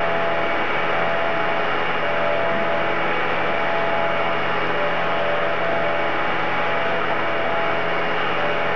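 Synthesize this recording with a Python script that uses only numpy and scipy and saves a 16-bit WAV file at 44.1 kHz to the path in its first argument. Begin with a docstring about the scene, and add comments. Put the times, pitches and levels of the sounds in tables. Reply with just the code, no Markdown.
"""A loud, pulsing tone over a steady rush: a CNC mill cuts a widening spiral in a metal plate, close by.
The spindle turns about 5000 times a minute and radiates harmonics of that rate, which swell and fade
with each lap, over a slightly slower motor and steady whines. Friction in bearings and cutter makes
noise that pulses with the turning, coloured by the resonances of frame and tool. Coolant patters,
chips tick on the table, and on two stretches of each lap an edge rasps against the wall."""
import sys
import numpy as np
from scipy import signal
from scipy.fft import rfft, irfft
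from scipy.io import wavfile

SR = 44100
rng = np.random.default_rng(int(sys.argv[2]) if len(sys.argv) > 2 else 0)


def store_wav(level_fs):
    """Save 16-bit WAV to argv[1]."""
    pcm = np.round(np.clip(np.atleast_2d(level_fs), -1, 1) * 32767)
    wavfile.write(sys.argv[1], SR, pcm.T.astype(np.int16))


N = 385875
TIME = np.arange(N) / SR
BIN_HZ = np.fft.rfftfreq(N, 1 / SR)


def gain_of(db):
    """Decibels as an amplitude ratio."""
    return 10 ** (np.asarray(db) / 20)


def unit_rms(x):
    """Normalisation to an rms of one."""
    return x / np.sqrt(np.mean(x ** 2) + 1e-20)


def coloured(x, gain):
    """Linear filtering by a gain per frequency, scaled to unit rms."""
    return unit_rms(irfft(rfft(x) * gain, N))


def resonance(hz, width_hz):
    """The Lorentzian curve of one damped mode, with a peak of one."""
    return 1 / (1 + (2 * (BIN_HZ - hz) / width_hz) ** 2)


def bell(x, centre, width):
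    """A Gaussian curve that falls to 1/e at one width from its centre."""
    return np.exp(-((x - centre) / width) ** 2)


def noise_band(hz, width_hz):
    """Band-limited noise with a Gaussian spectrum."""
    return coloured(rng.standard_normal(N), bell(BIN_HZ, hz, width_hz))


def drift(hz):
    """Slow random fluctuation: noise low-passed at about hz."""
    return noise_band(0, hz)


def tone(cycles, db, waver, waver_hz):
    """Multipath fading: a sinusoid wavers in amplitude and phase as its paths to the listener change."""
    knots_s = np.arange(0, N / SR + 1, .5 / waver_hz)
    real, imag = rng.standard_normal((2, len(knots_s)))
    phasor = np.interp(TIME, knots_s, (1 + waver * (real + 1j * imag)) / np.sqrt(1 + waver ** 2))
    angle = 2 * np.pi * (cycles + rng.random())
    return np.sqrt(2) * gain_of(db) * (phasor.real * np.cos(angle) + phasor.imag * np.sin(angle))


def spiral_laps(start_s=.7, lap_s=2.12, growth_s_per_lap=.745):
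    """Laps since start_s: at constant feed, lap time grows with the radius of the spiral."""
    return (np.sqrt(lap_s ** 2 + 2 * growth_s_per_lap * (TIME - start_s)) - lap_s) / growth_s_per_lap


def lap_level_db(lap, mean_db, once_db, once_crest_lap, twice_db, twice_crest_lap):
    """Periodic modulation: a level follows the direction of the cut, swelling once and twice a lap."""
    once = once_db * np.cos(2 * np.pi * (lap - once_crest_lap))
    twice = twice_db * np.cos(4 * np.pi * (lap - twice_crest_lap))
    return mean_db + once + twice


def surge_db(order):
    """Transient modulation: the harmonic at order times the turning rate briefly surges or dips."""
    # swells and dips of single harmonics: order, centre_s, half_length_s, change_db
    surges = [(2, .12, .15, 3.5), (2, .55, 0.18, -6.5), (2, 4.7, 0.6, 2.5), (2, 6.17, 0.11, -11),
              (2, 7.25, 0.11, -11), (2, 8.9, .1, 4), (4, .6, .2, 3), (4, 1.05, .12, -11),
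              (4, 2.1, 0.2, -8.5), (4, 2.93, .15, 3.5), (4, 4, .15, 3), (4, 6.1, .25, 2),
              (4, 6.67, .12, -14), (4, 7.25, .15, 11), (4, 8.35, .15, 5), (5, .17, .15, 3.5),
              (5, 1.1, .12, -5), (5, 1.72, .17, 4), (5, 2.8, .08, -9), (5, 2.85, .13, 5.5),
              (5, 3.4, .3, -4.5), (5, 4.5, .08, -5), (5, 4.65, .2, 6.5), (5, 5.72, .07, -10),
              (5, 6.65, 0.16, -9), (5, 7.52, 0.088, -10), (5, 8.05, .2, 4.5), (5, 8.65, .15, 3),
              (6, .55, .08, -9), (6, 2.9, .1, -9), (6, 3.32, 0.14, 4.5), (6, 4.2, .12, -12),
              (6, 4.7, .15, 2), (6, 5.75, .15, 6), (6, 6.15, 0.11, -12.5), (6, 7, .09, 5.5),
              (6, 7.5, .1, 3), (7, .18, .07, -11), (7, .37, 0.077, 2.5), (7, 1.15, .15, 5),
              (7, 2.05, .16, 5), (7, 2.74, 0.087, 7), (7, 4.1, .35, 7), (7, 4.84, 0.072, 7),
              (7, 5.24, 0.083, 3.5), (7, 5.88, .13, 5.5), (7, 7.38, .13, 8), (7, 8.45, .1, 5.5),
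              (8, 1.4, .1, -2), (8, 4.42, .1, -2.5), (8, 5.38, 0.057, -6), (8, 5.57, 0.054, -6.5),
              (8, 5.72, .1, 1), (8, 5.7, .1, 1.5), (8, 6.75, 0.15, 3), (8, 7.04, 0.047, -8.5),
              (8, 7.18, 0.061, -9.5), (8, 7.34, .05, -4.5), (8, 7.6, .2, 0), (8, 8.35, .2, 3.5),
              (10, 1.7, .05, -5), (10, 3.9, .22, 3), (10, 4.4, .08, -6), (10, 5.38, 0.095, -16),
              (10, 5.68, .05, -7), (10, 6.65, .15, 2), (10, 7.04, 0.065, -15), (10, 7.37, 0.11, -12),
              (10, 7.53, .1, 3), (10, 7.95, 0.22, -4), (10, 8.62, 0.056, 4.5), (24, 6.4, .3, 2.5),
              (26, 4.35, .15, 5), (27, .85, .18, 2.5), (27, 3.8, .2, 0), (27, 7.55, .2, 1),
              (28, 3.45, .25, 4), (28, 6.8, 0.18, 4), (34, 1.88, .15, 0.5), (34, 5.7, .1, 0.5),
              (34, 8.3, .2, 0.5)]
    return sum(db * bell(TIME, centre_s, half_s) for k, centre_s, half_s, db in surges if k == order)


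def teeth(turns, lap, order=8, start_db=-26, fade_db_per_s=.18):
    """Forced vibration: the edges shake the frame along one axis; the tone dips with the force across it."""
    force_along_axis = np.hypot(np.sin(2 * np.pi * lap), .05) ** .87
    db = start_db - fade_db_per_s * TIME + surge_db(order)
    return force_along_axis * tone(order * turns + .04 * drift(1.2), db, waver=.039, waver_hz=6)


def spindle(turns, lap, slip_hz=.23, in_step_s=1.04):
    """Harmonic series at the turning rate; the strong members swell with the lap and beat with the motor."""
    # strong harmonics: order, relative_db, once_db, once_crest_lap, twice_db, twice_crest_lap,
    # beat_depth, sway_cycles
    strong_harmonics = [(4, -44.5, 2, 0.93, 3.5, 0.39, 0.1, .15), (6, -41, 1.5, .81, 2, 0.1, 0.3, .22),
                        (7, -37.5, 4.5, 0.74, 2, .15, 0.4, .22),
                        (10, -33.5, 0.5, .1, 0.5, 0.27, 0.05, 0.033),
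                        (24, -49, 4.5, .02, 2.5, .02, 0.03, .1), (26, -49, 4, .38, 1.5, .38, 0.02, 0.16),
                        (27, -39.5, 2.5, 0.091, 2, 0.4, 0.03, 0.05),
                        (28, -51, 4.5, .1, 3.5, 0.093, 0.04, .1)]
    # weak harmonics: order, level_db
    weak_harmonics = [(9, -42), (11, -46.5), (12, -47), (13, -44.5), (14, -43), (16, -48.5), (17, -45.5),
                      (18, -45), (19, -47), (20, -48), (22, -49), (29, -52), (30, -54.5), (32, -58),
                      (33, -56.5), (34, -53)]
    strong = 0
    for order, *swell, beat_depth, sway_cycles in strong_harmonics:
        beat = abs(1 + beat_depth * np.exp(2j * np.pi * order * slip_hz * (TIME - in_step_s)))
        db = lap_level_db(lap, *swell) + surge_db(order) + .6 * drift(3.9)
        strong += beat * tone(order * turns + sway_cycles * drift(1.29), db, waver=.11, waver_hz=8.1)
    weak = sum(tone(order * turns, db, waver=.55, waver_hz=1.5) for order, db in weak_harmonics)
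    return gain_of(.14) * strong + weak


def drives(lap, motor_hz=83.42, hum_hz=120):
    """Line spectra of motor, drives and mains: load strengthens the upper harmonics and the whistles."""
    # motor harmonics: order, relative_db
    motor_harmonics = [(1, -51), (2, -40.5), (3, -46), (5, -38), (12, -44.5), (13, -46), (18, -47),
                       (33, -50), (34, -41.5), (36, -52)]
    # effect of load on the top harmonic: mean_db, once_db, once_crest_lap, twice_db, twice_crest_lap
    load_swell = (-.8, 2, .42, 1.5, .46)
    # whines of axis drives and bearings: pitch_hz, level_db
    whine_lines = [(300, -52.5), (365, -48.5), (392, -46.5), (431, -42), (476, -44.5), (515, -50.5),
                   (707, -49.5), (982, -47.5), (1059, -49.5), (1323, -48), (1373, -45), (1532, -50),
                   (2197, -49), (2315, -54.5), (2862, -52.5), (2919, -58.5), (2973, -60.5)]
    # thin whistles of the motor's drive: pitch_hz, relative_db
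    whistle_lines = [(4998, -71), (5025, -78), (5080, -79.5), (5137, -74), (5155, -75), (5165, -65.5),
                     (5238, -76), (5248, -74.5), (5655, -78), (5739, -70.5), (5802, -83), (5823, -79.5),
                     (5990, -82)]
    load_db = lap_level_db(lap, *load_swell)
    top_order = motor_harmonics[-1][0]
    motor = 0
    for order, relative_db in motor_harmonics:
        loaded_db = relative_db + load_db * order / top_order + surge_db(order)
        motor += tone(order * motor_hz * TIME, loaded_db, waver=.092, waver_hz=1.5)
    whines = sum(tone(hz * TIME, db, waver=.24 + hz / 30000, waver_hz=1 + hz / 1500)
                 for hz, db in whine_lines)
    whistles = sum(tone(hz * TIME, db + .6 * load_db, waver=.2, waver_hz=4) for hz, db in whistle_lines)
    hum = tone(hum_hz * TIME, db=-45.5, waver=.2, waver_hz=3.5)
    return gain_of(-1) * motor + whines + gain_of(.5) * whistles + hum


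def pulsing_noise(turns, depths):
    """Amplitude modulation of white noise at the turning rate and its multiples, one depth for each."""
    pulse = sum(depth * np.cos(2 * np.pi * order * turns) for order, depth in enumerate(depths, 1))
    return rng.standard_normal(N) * (1 + pulse)


def rush(turns, lap, low_split_hz=330, high_split_hz=2500):
    """Source and filter: friction noise through the frame gives table rumble, bearing rush and cut rasp."""
    # spectrum of bearings, fan and coolant: frequency_hz, density_db
    spectrum = [(30, -19.5), (90, -19), (170, -4.5), (280, -3.5), (520, -0.3), (780, 0), (930, -0.5),
                (1300, 0.64), (1900, -2.5), (2100, -5.5), (2900, -13.5), (3900, -30.5), (5200, -36),
                (6700, -49.5), (7050, -64), (7400, -80)]
    # resonances of head, table and plate: centre_hz, width_hz, lift_db
    frame_modes = [(197, 96, 2.5), (315, 21, 4), (383, 13, -4), (453, 25, 2.5), (559, 40, 5),
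                   (763, 50, 4.5), (896, 30, -3), (1123, 57, -5), (1254, 63, 5), (1365, 32, 4.5),
                   (1384, 20, -3.5), (1775, 120, 3.5), (1823, 24, -5), (1918, 90, 4), (2590, 92, -3),
                   (2880, 45, -2.5), (3440, 120, 6), (3720, 90, 5), (4030, 220, -2.5), (4300, 120, 1.5),
                   (4580, 130, 4.5), (4800, 300, -2.5), (5400, 120, -2), (5620, 150, 4), (5900, 110, -2.5),
                   (6100, 330, 3)]
    # swell of each band: relative_db, once_db, once_crest_lap, twice_db, twice_crest_lap
    rumble_swell = (-39.5, 0.9, 1.14, 0.1, .21)
    bearing_swell = (-27, -0.1, 1.4, 0.43, .01)
    rasp_swell = (-38.5, 0.4, 0, 0.5, .06)
    points_hz, points_db = np.transpose(spectrum)
    source_db = np.interp(np.log(BIN_HZ + 1), np.log(points_hz + 1), points_db)
    frame_db = sum(db * resonance(hz, width_hz) for hz, width_hz, db in frame_modes)
    colour = gain_of(source_db + frame_db)
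    low = 1 / (1 + (BIN_HZ / low_split_hz) ** 10)  # each band's share of the power
    high = 1 / (1 + (high_split_hz / (BIN_HZ + 1)) ** 20)
    middle = (1 - low) * (1 - high)
    rumble = coloured(rng.standard_normal(N), colour * np.sqrt(low))
    bearings = coloured(pulsing_noise(turns, [.04, .06, .025]), colour * np.sqrt(middle))
    rasp = coloured(pulsing_noise(turns, [.048, .04, .04, .07]), colour * np.sqrt(high))
    flutter_db = .5 * drift(18)  # the edges bite unevenly
    return (rumble * gain_of(lap_level_db(lap, *rumble_swell))
            + bearings * gain_of(lap_level_db(lap, *bearing_swell) + 1.77)
            + rasp * gain_of(lap_level_db(lap, *rasp_swell) + 1 + flutter_db))


def tool_ring(turns, lap):
    """Driven resonance: the cutting edges keep the tool ringing in a few close modes."""
    # modes of the tool in its holder: centre_hz, width_hz, relative_db
    tool_modes = [(2255, 70, 0), (2360, 43, -6), (2458, 84, -4.5)]
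    # swell of the ringing: relative_db, once_db, once_crest_lap, twice_db, twice_crest_lap
    ring_swell = (-35, 1.5, 0.5, 0.5, .1)
    response = sum(gain_of(db) * resonance(hz, width_hz) for hz, width_hz, db in tool_modes)
    ring = coloured(pulsing_noise(turns, [.1, .18]), response)
    return gain_of(lap_level_db(lap, *ring_swell) - 4.5) * ring


def splatter(drops_per_s=700, level_db=-60, centre_hz=4300, width_hz=1100):
    """Shot noise: coolant and fine swarf patter down as many small and a few larger impacts."""
    size_db = 3.5 * np.minimum(rng.exponential(1, N), 4) + drift(5)
    impacts = (rng.random(N) < drops_per_s / SR) * gain_of(size_db) * rng.choice([-1, 1], N)
    return gain_of(level_db) * coloured(impacts, bell(BIN_HZ, centre_hz, width_hz))


def chips(decay_s=.001, trim_db=-2.5):
    """Impact excitation: a larger chip strikes the metal, and its modes die away in a sharp tick."""
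    # strikes on the metal: start_s, relative_peak_db
    strikes = [(.1198, -41), (0.9093, -37), (1.0021, -39), (1.095, -35.5), (2.6275, -37), (3.4077, -40),
               (4.1762, -39), (4.6709, -35), (5.0424, -37), (5.6461, -34), (6.7607, -39)]
    # modes of a struck chip: pitch_hz, relative_db
    chip_modes = [(4150, -1), (4550, -1.5), (4950, 0.5), (5500, -6.5), (6200, -10.5), (6750, -13)]
    t = np.arange(256) / SR
    out = np.zeros(N)
    for start_s, peak_db in strikes:
        detune = rng.uniform(.96, 1.04)
        ring = sum(gain_of(db) * np.sin(2 * np.pi * (hz * detune * t + rng.random()))
                   for hz, db in chip_modes)
        tick = np.exp(-t / decay_s) * ring
        start = round(start_s * SR)
        out[start:start + len(t)] += gain_of(peak_db + trim_db) * tick / abs(tick).max()
    return out


def bursts():
    """Transient band noise: dull shudders of table and frame, and brighter rasps of chips."""
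    # swells of noise: centre_s, half_length_s, centre_hz, width_hz, level_db
    swells = [(.2, .1, 230, 60, -39), (1.605, .03, 4000, 900, -52), (2.56, .1, 205, 40, -34),
              (5.25, .3, 2900, 450, -42.5), (7.03, 0.036, 1340, 130, -31), (7.116, .018, 790, 150, -26.5),
              (7.126, 0.043, 205, 30, -39), (8.3, .18, 2790, 300, -38.5)]
    return sum(gain_of(db) * bell(TIME, centre_s, half_s) * noise_band(hz, width_hz)
               for centre_s, half_s, hz, width_hz, db in swells)


def scrapes(turns, lap, rise_turns=.04):
    """Periodic impact: on two stretches of each lap the longest edge rasps the wall once a turn."""
    # stretches of contact: centre_hz, width_hz, level_db, crest_lap, half_length_laps, strike_turns,
    # decay_turns, fade_db_per_s
    stretches = [(2400, 480, -37, .03, 0.15, .9, 0.3, 1), (4240, 1200, -55.5, .46, .12, .84, .2, 0.1)]
    out = np.zeros(N)
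    for hz, width_hz, db, crest_lap, half_laps, strike_turns, decay_turns, fade_db_per_s in stretches:
        since_strike = (turns - strike_turns) % 1
        strike = unit_rms((1 - np.exp(-since_strike / rise_turns)) * np.exp(-since_strike / decay_turns))
        laps_from_crest = (lap - crest_lap + .5) % 1 - .5
        contact = bell(laps_from_crest, 0, half_laps)
        out += gain_of(db - fade_db_per_s * TIME) * contact * strike * noise_band(hz, width_hz)
    return out


def scene(spindle_hz=83.82, sag_hz_per_s=.025):
    """Superposition: the turning angle times harmonics and pulses; the place on the lap sets levels."""
    turns = np.cumsum(spindle_hz - sag_hz_per_s * TIME) / SR
    lap = spiral_laps()
    tones = teeth(turns, lap) + spindle(turns, lap) + drives(lap)
    noises = rush(turns, lap) + tool_ring(turns, lap) + splatter()
    transients = chips() + bursts() + scrapes(turns, lap)
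    fade_in = np.clip(TIME / .004, 0, 1)
    return ((tones + noises + transients) * fade_in)[None]


def record(dry):
    """Band limiting: a low-pass filter removes the top treble, and a constant offset shifts the wave."""
    cutoff_hz, dc_offset = 7200, -.06
    low_pass = signal.firwin(401, cutoff_hz, window=("kaiser", 9), fs=SR)
    return dc_offset + signal.oaconvolve(dry, low_pass[None], "same")


dry = scene()
out = record(dry)
store_wav(out)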